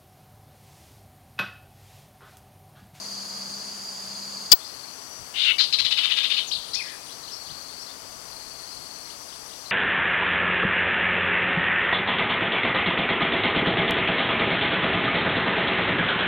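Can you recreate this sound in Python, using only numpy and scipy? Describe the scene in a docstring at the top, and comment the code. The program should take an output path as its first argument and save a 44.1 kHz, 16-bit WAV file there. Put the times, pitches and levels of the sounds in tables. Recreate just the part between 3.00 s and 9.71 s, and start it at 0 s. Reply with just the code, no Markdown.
"""A near insect band and a low hum fill both sides, then stop at a short overloaded zap; hiss stays right.
On the left, insects drone and pulse and far birds twitter throughout: noise bands, thin tones, bent sines.
After the zap a babbler in a thicket, also left, gives a nasal rasp, a fast harsh chatter and sharp whistles.
Rasp and chatter are membrane harmonics and turbulent air shaped by a throat; the whistles are near sines."""
import sys
import numpy as np
from scipy import signal
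from scipy.fft import rfft, irfft
from scipy.io import wavfile
from scipy.ndimage import map_coordinates

SR = 44100
rng = np.random.default_rng(int(sys.argv[2]) if len(sys.argv) > 2 else 0)


def int16_out(signal):
    """Quantize to a 16-bit WAV file."""
    q = np.round(np.clip(np.atleast_2d(signal).T, -1, 1) * 32767)
    wavfile.write(sys.argv[1], SR, q.astype(np.int16))


N = 295911
TIME = np.arange(N) / SR
FREQS = np.arange(N // 2 + 1) * SR / N
ZAP_START_S, ZAP_END_S = 1.5173, 1.5317
ZAP_MIDDLE_S = (ZAP_START_S + ZAP_END_S) / 2
CUTOFF_HZ = 16100


def from_db(db):
    """Decibels to gain."""
    return 10 ** (np.asarray(db) / 20)


def rms_one(x):
    """Scale to unit power."""
    return x / np.sqrt(np.mean(x ** 2) + 1e-20)


def in_time(rows, t=TIME):
    """Interpolate each column of a curve at times t; the first column is time."""
    s, *columns = np.transpose(rows)
    return [np.interp(t, s, c) for c in columns]


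def add(out, s, sound):
    """Mix a sound into out at time s."""
    start = max(int(s * SR), 0)
    out[start:start + len(sound)] += sound[:max(N - start, 0)]


def noise(spectrum):
    """Steady noise with the given power per Hz, interpolated over log frequency."""
    hz, db = np.transpose(spectrum)
    gain = from_db(np.interp(np.log(FREQS + 1), np.log(hz), db))
    return irfft(rfft(rng.standard_normal(N)) * gain, N) * np.sqrt(SR / 2)


def band(hz, width):
    """Noise in one bell-shaped band, rms 1; width in Hz between the -3 dB points."""
    bell = 2 ** (-2 * ((FREQS - hz) / width) ** 2)
    return rms_one(irfft(rfft(rng.standard_normal(N)) * bell, N))


def wander(rate_hz, size):
    """Random curve around 0: normal draws of spread 1 at rate_hz, joined by lines."""
    knots = np.arange(size) * rate_hz / SR
    return map_coordinates(rng.standard_normal(size), [knots], order=1)


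def turn(hz):
    """Phase of an oscillator that follows a pitch."""
    return 2 * np.pi * np.cumsum(hz) / SR


def swell(u, edge):
    """Envelope over u = 0..1 with rounded ends."""
    return np.sin(np.pi / 2 * np.clip(np.minimum(u, 1 - u) / edge, 0, 1)) ** 2


def bout(start_s, end_s, edge_s):
    """Envelope that rises from start, holds and falls to end."""
    return np.sin(np.pi / 2 * np.clip(np.minimum(TIME - start_s, end_s - TIME) / edge_s, 0, 1)) ** 2


def pulse(middle_s, spread_s):
    """Bell-shaped envelope in time, peak 1."""
    return np.exp(-.5 * ((TIME - middle_s) / spread_s) ** 2)


def air():
    """Outdoor rush with a far drone; a faint rumble grows after the zap, with soft bumps."""
    # open-air noise: hz, level_db_per_hz
    air_spectrum = [(20, -102), (40, -89), (70, -81), (200, -78), (600, -75.5), (1150, -74.5),
                    (1600, -80.5), (2400, -83), (3600, -82), (5500, -104), (7000, -92), (10000, -94.5),
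                    (13000, -93), (16000, -100)]
    # far steady drone: pitch_hz, rms_db
    drone_tones = [(130, -62.5), (262, -61), (657, -59), (920.5, -75)]
    # soft low bumps: middle_s, level_db
    bump_events = [(2.21, -48), (2.83, -47), (3.58, -43.5), (3.76, -49), (4.52, -45.5), (5.05, -51),
                   (5.32, -53), (5.79, -47)]
    drone = sum(np.sqrt(2) * from_db(db) * np.sin(turn(hz + 2 * wander(14, N))) for hz, db in drone_tones)
    bumps = sum(from_db(db) * pulse(s, 0.023) for s, db in bump_events)
    rumble_db = np.interp(TIME, [ZAP_END_S, 3.5, 5], [-76, -68, -61])
    rumble = from_db(rumble_db) * band(56, width=39)
    return noise(air_spectrum) + drone + rumble + bumps * band(115, width=82)


def hiss():
    """Steady noise for the right side."""
    # hz, level_db_per_hz
    hiss_spectrum = [(20, -120), (100, -110), (400, -97), (1500, -94), (6000, -93), (16000, -94)]
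    return noise(hiss_spectrum)


def near_drone(alike=.85, hum_hz=197):
    """Near insect bands, a wavering low hum and a dull wash, on both sides until the zap ends."""
    # insect bands before the side trim: centre_hz, width_hz, level_db
    near_bands = [(4780, 300, -38.9), (4570, 400, -47.5), (6690, 590, -48.5), (4800, 2100, -54)]
    # common gain of the hum parts: time_s, gain_db
    hum_curve = [(0.0, -53), (0.024, -51.5), (0.48, -49.5), (0.942, -59.5), (1.05, -51), (1.448, -53),
                 (1.49, -63)]
    # wash: hz, level_db_per_hz
    wash_spectrum = [(20, -110), (150, -86.5), (400, -93.5), (700, -85.5), (1000, -87), (3500, -94.5),
                     (8000, -98), (16000, -112)]
    common, left, right = [sum(from_db(db) * band(hz, width) for hz, width, db in near_bands)
                           for _ in range(3)]
    # alike: share of power common to both sides
    sides = np.sqrt(alike) * common + np.sqrt(1 - alike) * np.array([left, right])
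    sides = sides * (1 + 0.1 * wander(121, N))
    side_trim_db = [[-2], [1]]
    hum = 1.3 * np.sin(turn(hum_hz + 2 * wander(26.0, N)))
    hum += 0.45 * band(202, width=52)
    hum += 0.33 * np.sin(turn(657 + 2 * wander(13.5, N)))
    hum *= from_db(in_time(hum_curve)[0])
    return (sides * from_db(side_trim_db) + hum + noise(wash_spectrum)) * (TIME < ZAP_END_S)


def zap(shriek_hz=4850, drive_db=2, crackle_db=-8, ping_hz=15740, ping_db=1):
    """A very short, crackling shriek that ends in a thin ping; the right side gets only a blip."""
    # decaying ring after the zap: pitch_hz, gain_db
    ring_tones = [(560, -15.5), (780, -18), (3130, -12), (9500, -25)]
    tone = np.sin(turn(shriek_hz * (1 + .07 * wander(2000, N))))
    burst = from_db(drive_db) * tone + from_db(crackle_db) * band(6200, width=1800)
    burst += 0.24 * band(3450, width=510) + 0.41 * band(12600, width=7400)
    gate = (TIME > ZAP_START_S) * (TIME < ZAP_END_S)
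    fringe = pulse(ZAP_MIDDLE_S, 0.0066)
    burst *= gate + from_db(-21) * fringe
    age_s = np.clip(TIME - ZAP_END_S - .0007, 0, 1)
    rise = 1 - np.exp(-age_s / 0.00039)
    ping_decay = from_db(ping_db) * np.exp(-age_s / 0.0053) + .22 * np.exp(-age_s / 0.013)
    ping = rise * ping_decay * np.sin(2 * np.pi * ping_hz * TIME)
    ring = sum(from_db(db) * np.sin(2 * np.pi * hz * age_s) for hz, db in ring_tones)
    ring = rise * np.exp(-age_s / 0.0023) * ring
    knock = from_db(-25.5) * pulse(ZAP_MIDDLE_S, 0.0042) * band(610, width=410)
    blip_level = .65 * pulse(ZAP_MIDDLE_S, .0009) + .08 * fringe
    blip = blip_level * (tone + .2 * band(4400, width=3500))
    return np.array([burst + ping + ring + knock, blip])


def whine(hz, waver_hz=18, flicker=0.45):
    """A thin insect tone that trembles in pitch and level."""
    return (1 + flicker * wander(40, N)) * np.sin(turn(hz + waver_hz * wander(200, N)))


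def insects(pulse_s=0.03, edge_s=.22, ticks_per_s=128, tick_depth=.55, tick_db=-51, pulse_gap_s=.128):
    """A steady far chorus with fine high ticking, thin whines that come and go, and a high pulsing singer."""
    # far noise bands: centre_hz, width_hz, level_db
    chorus_bands = [(4700, 650, -43), (5900, 890, -46), (7650, 1060, -49), (9110, 630, -53)]
    # unbroken faint tones: pitch_hz, level_db
    steady_tones = [(5479, -59), (5850, -54), (6435, -52.5)]
    # whines, one swell each: start_s, end_s, pitch_hz, level_db
    whine_bouts = [(-.2, 1.0, 5900, -46), (1.1, 1.55, 5870, -50), (1.8, 2.35, 5895, -42.5),
                   (3.9, 4.8, 5810, -48), (4.85, 5.9, 5970, -48.5), (5.7, 6.9, 5800, -48)]
    # even pulses: first_pulse_s, last_pulse_s, centre_hz, first_level_db, last_level_db
    pulse_bouts = [(0, 1.43, 9200, -49, -50), (2.653, 4.08, 9450, -50.5, -44.5),
                   (5.24, 6.62, 9200, -52, -47.5)]
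    out = sum(from_db(db) * band(hz, width) for hz, width, db in chorus_bands)
    ticks = 1 + tick_depth * np.cos(turn(ticks_per_s * (1 + .05 * wander(10, N))))
    out += from_db(tick_db) * rms_one(ticks * band(11000, width=950))
    out += sum(from_db(db) * whine(hz) for hz, db in steady_tones)
    out += sum(from_db(db) * bout(start, end, edge_s) * whine(hz) for start, end, hz, db in whine_bouts)
    for first, last, hz, first_db, last_db in pulse_bouts:
        count = round((last - first) / pulse_gap_s) + 1
        pulses = np.linspace((first, first_db), (last, last_db), count)
        out += band(hz, width=580) * sum(from_db(db) * pulse(s, pulse_s) for s, db in pulses)
    return out


def near_sine(pitch, rough, octave_db=-24):
    """A slightly rough tone with a faint octave; rms close to 1."""
    phase = turn(pitch * (1 + rough * wander(1500, len(pitch))))
    return np.sqrt(2) * (np.sin(phase) + from_db(octave_db) * np.sin(2 * phase))


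def whistle(length_s, start_hz, middle_hz, end_hz, rough=0.036):
    """A near sine whose pitch follows a parabola through three pitches."""
    u = np.linspace(0, 1, int(length_s * SR))
    bend = np.polyfit([0, .5, 1], [start_hz, middle_hz, end_hz], 2)
    return swell(u, edge=.25) * near_sine(np.polyval(bend, u), rough)


def far_birds(trill_hz=22.27, trill_pitch_hz=4400, trill_swing_hz=190, edge_s=.07):
    """Two-part calls, a flick and an upslur, and bouts of a thin trill that warbles about one pitch."""
    # trill bouts: start_s, end_s, level_db
    twitter_bouts = [(-.1, .75, -43), (1.02, 1.957, -43), (3.3, 3.95, -43.5), (4.178, 4.96, -42),
                     (5.255, 6.16, -43), (6.582, 6.8, -41.5)]
    # two-part calls: start_s, level_db
    calls = [(3.659, -44), (3.852, -42), (4.06, -43), (4.254, -43.5), (4.461, -42.5), (6.071, -47),
             (6.293, -46), (6.487, -45.5)]
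    beat = turn(trill_hz * (1 + .2 * wander(25, N)))
    warble_hz = trill_swing_hz * np.sin(2 * beat + wander(18, N))
    pitch = trill_pitch_hz + warble_hz + 100 * wander(500, N)
    level = sum(from_db(db) * bout(start, end, edge_s) for start, end, db in twitter_bouts)
    out = level * rms_one((1 + 1.02 * np.cos(beat)) * np.sin(turn(pitch)))
    for s, db in calls:
        add(out, s, from_db(db) * whistle(0.0146, 4170, 3825, 3000))
        add(out, s + .021, from_db(db) * whistle(0.042, 2580, 3500, 4880))
    return out


def chirps(length_s=.053, rise=0.0596, rough=0.0605):
    """Stray far notes that rise by the same share below and above their middle pitch."""
    # start_s, middle_pitch_hz, level_db
    chirp_notes = [(1.597, 3600, -45), (1.635, 5000, -38.5), (1.84, 2340, -53), (3.803, 5050, -38),
                   (4.1, 4180, -45), (4.22, 4220, -43), (4.306, 5300, -36), (4.68, 3740, -49),
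                   (4.79, 5350, -38.5), (4.87, 3570, -48), (5.68, 4780, -39.5), (6.05, 2080, -53),
                   (6.645, 4150, -44)]
    out = np.zeros(N)
    for s, hz, db in chirp_notes:
        add(out, s, from_db(db) * whistle(length_s, hz * (1 - rise), hz, hz * (1 + rise), rough))
    return out


def thicket(x, wet_db, t60, build_s=0.005):
    """Leaves and trunks scatter the sound into a dense, short tail; t60 in s."""
    t = TIME[:SR // 2 + SR // 4]
    scatter = rng.standard_normal(len(t)) * from_db(-60 * t / t60) * (1 - np.exp(-t / build_s))
    scatter /= np.linalg.norm(scatter)
    scatter = signal.sosfilt(signal.butter(2, [2300, 5800], "band", fs=SR, output="sos"), scatter)
    return x + from_db(wet_db) * signal.fftconvolve(x, scatter)[:N]


def twigs(x, echo_db=-13, count=7):
    """A few stems near the bird return quick, distinct echoes."""
    out = x.copy()
    for lag_s in np.linspace(.003, .024, count) * rng.uniform(.85, 1.15, count):
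        add(out, lag_s, from_db(echo_db) * rng.choice([-1, 1]) * x)
    return out


def windpipe(x):
    """The pipe favours a few pitches and lets little out below them."""
    # resonances: pitch_hz, width_hz, gain_db
    pipe_modes = [(2880, 230, 0), (3690, 130, -2), (4130, 130, -4), (4780, 200, -4)]
    rings = sum(from_db(db) * signal.lfilter(*signal.iirpeak(hz, hz / width, fs=SR), x + 1e-18)
                for hz, width, db in pipe_modes)
    return signal.sosfilt(signal.butter(4, 1000, "high", fs=SR, output="sos"), 0.83 * (x + rings))


def syrinx(pitch, throat_hz, rough, hiss_db, flutter_hz):
    """Harmonics of a fluttering membrane and turbulent air, both shaped by the throat; rms 1."""
    # response around the throat resonance: offset_hz, gain_db
    throat_response = [(-3000, -24), (-1900, -17), (-1100, -10), (-500, -5), (-3, 0.5), (600, -6.5),
                       (1300, -13.5), (2200, -24.5), (4000, -33), (8014, -42)]
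    size = len(pitch)
    offsets, gains_db = np.transpose(throat_response)
    phase = turn(pitch * (1 + rough * wander(flutter_hz, size)))
    orders = np.arange(1, 13)[:, None]
    gains = from_db(np.interp(orders * pitch - throat_hz, offsets, gains_db))
    gains = gains * (orders * pitch < CUTOFF_HZ)
    tone = rms_one((gains * np.sin(orders * phase)).sum(axis=0))
    # complex noise shaped around 0 Hz, then shifted up to the moving resonance
    hz = np.fft.fftfreq(size, 1 / SR)
    shape = from_db(np.interp(hz, offsets, gains_db)) * (hz > offsets[0]) * (hz < offsets[-1])
    breath = np.fft.ifft(np.fft.fft(rng.standard_normal(size)) * shape)
    breath = np.real(breath * np.exp(1j * turn(throat_hz + np.zeros(size))))
    breath *= 1 + 0.17 * np.cos(phase)   # puffs once a cycle
    return rms_one(tone + from_db(hiss_db) * rms_one(breath))


def whistles(chip_foot=.48, chip_rough=0.0996, slur_rough=.045, tail_rough=0.132):
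    """The closing notes: chips that arch up from a low foot, and drawn-out slurs."""
    # sharp arched chips: start_s, length_s, top_pitch_hz, level_db
    chip_notes = [(3.51, 0.034, 4450, -21), (3.54, .036, 4200, -27), (3.732, .014, 4900, -23.5),
                  (3.74, .024, 5196, -21), (3.733, .034, 6300, -32.5), (3.762, 0.038, 4880, -30)]
    # thin downslur into the first chip: time_s, pitch_hz, level_db
    downslur = [(3.47, 6650, -42), (3.478, 6620, -33.5), (3.492, 6150, -33), (3.503, 5000, -35.5),
                (3.52, 4200, -34)]
    # low whistle that arches and falls: time_s, pitch_hz, level_db
    low_whistle = [(3.742, 1900, -41), (3.762, 2450, -37), (3.787, 2600, -36), (3.803, 2450, -27),
                   (3.818, 2020, -33), (3.826, 1910, -53)]
    # its hoarse, fading end: time_s, pitch_hz, level_db
    low_tail = [(3.83, 1950, -44), (3.875, 1880, -40.5), (3.965, 1750, -44.5)]
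    out = np.zeros(N)
    for s, length_s, top_hz, db in chip_notes:
        foot_hz = chip_foot * top_hz
        add(out, s, from_db(db) * whistle(length_s, foot_hz, top_hz, foot_hz, chip_rough))
    for slur, rough in ((downslur, slur_rough), (low_whistle, slur_rough), (low_tail, tail_rough)):
        t = np.arange(slur[0][0], slur[-1][0], 1 / SR)
        pitch, db = in_time(slur, t)
        add(out, t[0], from_db(db) * near_sine(pitch, rough))
    return out


def harsh_note(length_s, top_hz, throat_hz, foot_hz=950, skew=.5, fundamental_db=-10, sag_db=15,
               closing_hz=150):
    """A note leaps up and slides down again: harsh overtones over a weak fundamental."""
    u = np.linspace(0, 1, int(length_s * SR))
    pitch = foot_hz + (top_hz - foot_hz) * np.sin(np.pi * u ** skew) ** 2
    # the beak closes during the note and the resonance sinks
    sinking_hz = throat_hz + closing_hz * (.5 - u)
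    voice = syrinx(pitch, sinking_hz, rough=0.034, hiss_db=-2.5, flutter_hz=1491)
    fundamental = np.sin(turn(pitch * (1 + 0.048 * wander(1310, len(u)))))
    fundamental *= from_db(fundamental_db - sag_db * u)
    # the overtones break in abruptly early in the note
    bite = np.clip((u - .12) / 0.051, 0, 1)
    return swell(u, edge=0.16) * (bite * voice + fundamental)


def chatter(count=11, lead_top_hz=2400, run_top_hz=2646, soft_top_hz=1706):
    """A lead note, a run that slows, fades and draws its notes out, and soft lower notes between."""
    # throat resonance: time_s, resonance_hz
    throat_path = [(2.58, 4150), (2.72, 4074), (3.08, 3410), (3.37, 3620)]
    # soft notes: start_s, length_s, throat_resonance_hz, level_db
    soft_notes = [(2.599, 0.052, 4370, -21), (3.005, 0.028, 3250, -26), (3.069, 0.027, 3000, -30),
                  (3.137, .019, 3230, -28), (3.199, .028, 3400, -24.5), (3.322, 0.038, 3910, -24),
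                  (3.402, 0.026, 3550, -33)]
    lead_s, lead_length_s, lead_db = 2.578, .04, -15
    run_start_s, run_gap_s, gap_growth_s = 2.7215, .0595, .001
    note_length_s, length_growth_s = .029, .001
    run_db, fade_db_per_note = -16, 0.42
    out = np.zeros(N)
    lead = harsh_note(lead_length_s, lead_top_hz, in_time(throat_path, lead_s)[0])
    add(out, lead_s, from_db(lead_db) * lead)
    s = run_start_s
    for k in range(count):
        note = harsh_note(note_length_s + k * length_growth_s, run_top_hz, in_time(throat_path, s)[0])
        add(out, s, from_db(run_db - k * fade_db_per_note) * note)
        s += run_gap_s + k * gap_growth_s
    for s, length_s, throat_hz, db in soft_notes:
        add(out, s, from_db(db) * harsh_note(length_s, soft_top_hz, throat_hz, fundamental_db=-18))
    return out


def rasp(shake_hz=66, shake=0.066, low_cut_hz=1650):
    """A nasal buzz whose pitch shakes; higher and airier as the throat opens, thin in its low harmonics."""
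    # as the beak opens and closes: time_s, throat_resonance_hz, level_db
    rasp_path = [(2.34, 2795, -37), (2.362, 3200, -26), (2.40, 3450, -20.5), (2.435, 3550, -20),
                 (2.455, 3247, -16), (2.504, 2750, -14.5), (2.522, 2696, -18.5), (2.531, 2850, -38)]
    # pitch and air noise at the rest resonance; both rise with the resonance
    rest_throat_hz, rest_pitch_hz, rest_air_db = 2800, 705, -5.5
    pitch_per_throat, air_db_per_throat_hz = .075, .008
    out, t = np.zeros(N), np.arange(rasp_path[0][0], rasp_path[-1][0], 1 / SR)
    throat_hz, db = in_time(rasp_path, t)
    opening_hz = throat_hz - rest_throat_hz
    pitch = rest_pitch_hz + pitch_per_throat * opening_hz
    hiss_db = rest_air_db + air_db_per_throat_hz * opening_hz
    wobble = np.sin(turn(shake_hz * (1 + 0.148 * wander(45.7, len(t)))))
    voice = syrinx(pitch * (1 + shake * wobble), throat_hz, rough=.04, hiss_db=hiss_db, flutter_hz=1100)
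    add(out, t[0], from_db(db + 0.59 * wobble) * voice)
    return signal.sosfilt(signal.butter(2, low_cut_hz, "high", fs=SR, output="sos"), out)


def scene():
    """Birds, far insects and air on the left, hiss on the right, the near drone and the zap on both."""
    babbler = thicket(windpipe(rasp()), wet_db=-4.5, t60=0.19)
    babbler += thicket(twigs(windpipe(chatter()), echo_db=-14), wet_db=-5.5, t60=0.34)
    babbler += thicket(twigs(whistles(), echo_db=-14.5), wet_db=-6, t60=0.69)
    others = thicket(far_birds(), wet_db=-2.5, t60=0.3) + thicket(chirps(), wet_db=-1.5, t60=0.45)
    left = babbler + others + insects() + air()
    return np.array([left, hiss()]) + near_drone() + zap()


def record(dry):
    """Overload flattens the peaks; a steep low-pass cuts the top."""
    low_pass = signal.ellip(12, .1, 80, CUTOFF_HZ, fs=SR, output="sos")
    return signal.sosfilt(low_pass, np.clip(dry, -1, 1))


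dry = scene()
out = record(dry)
int16_out(out)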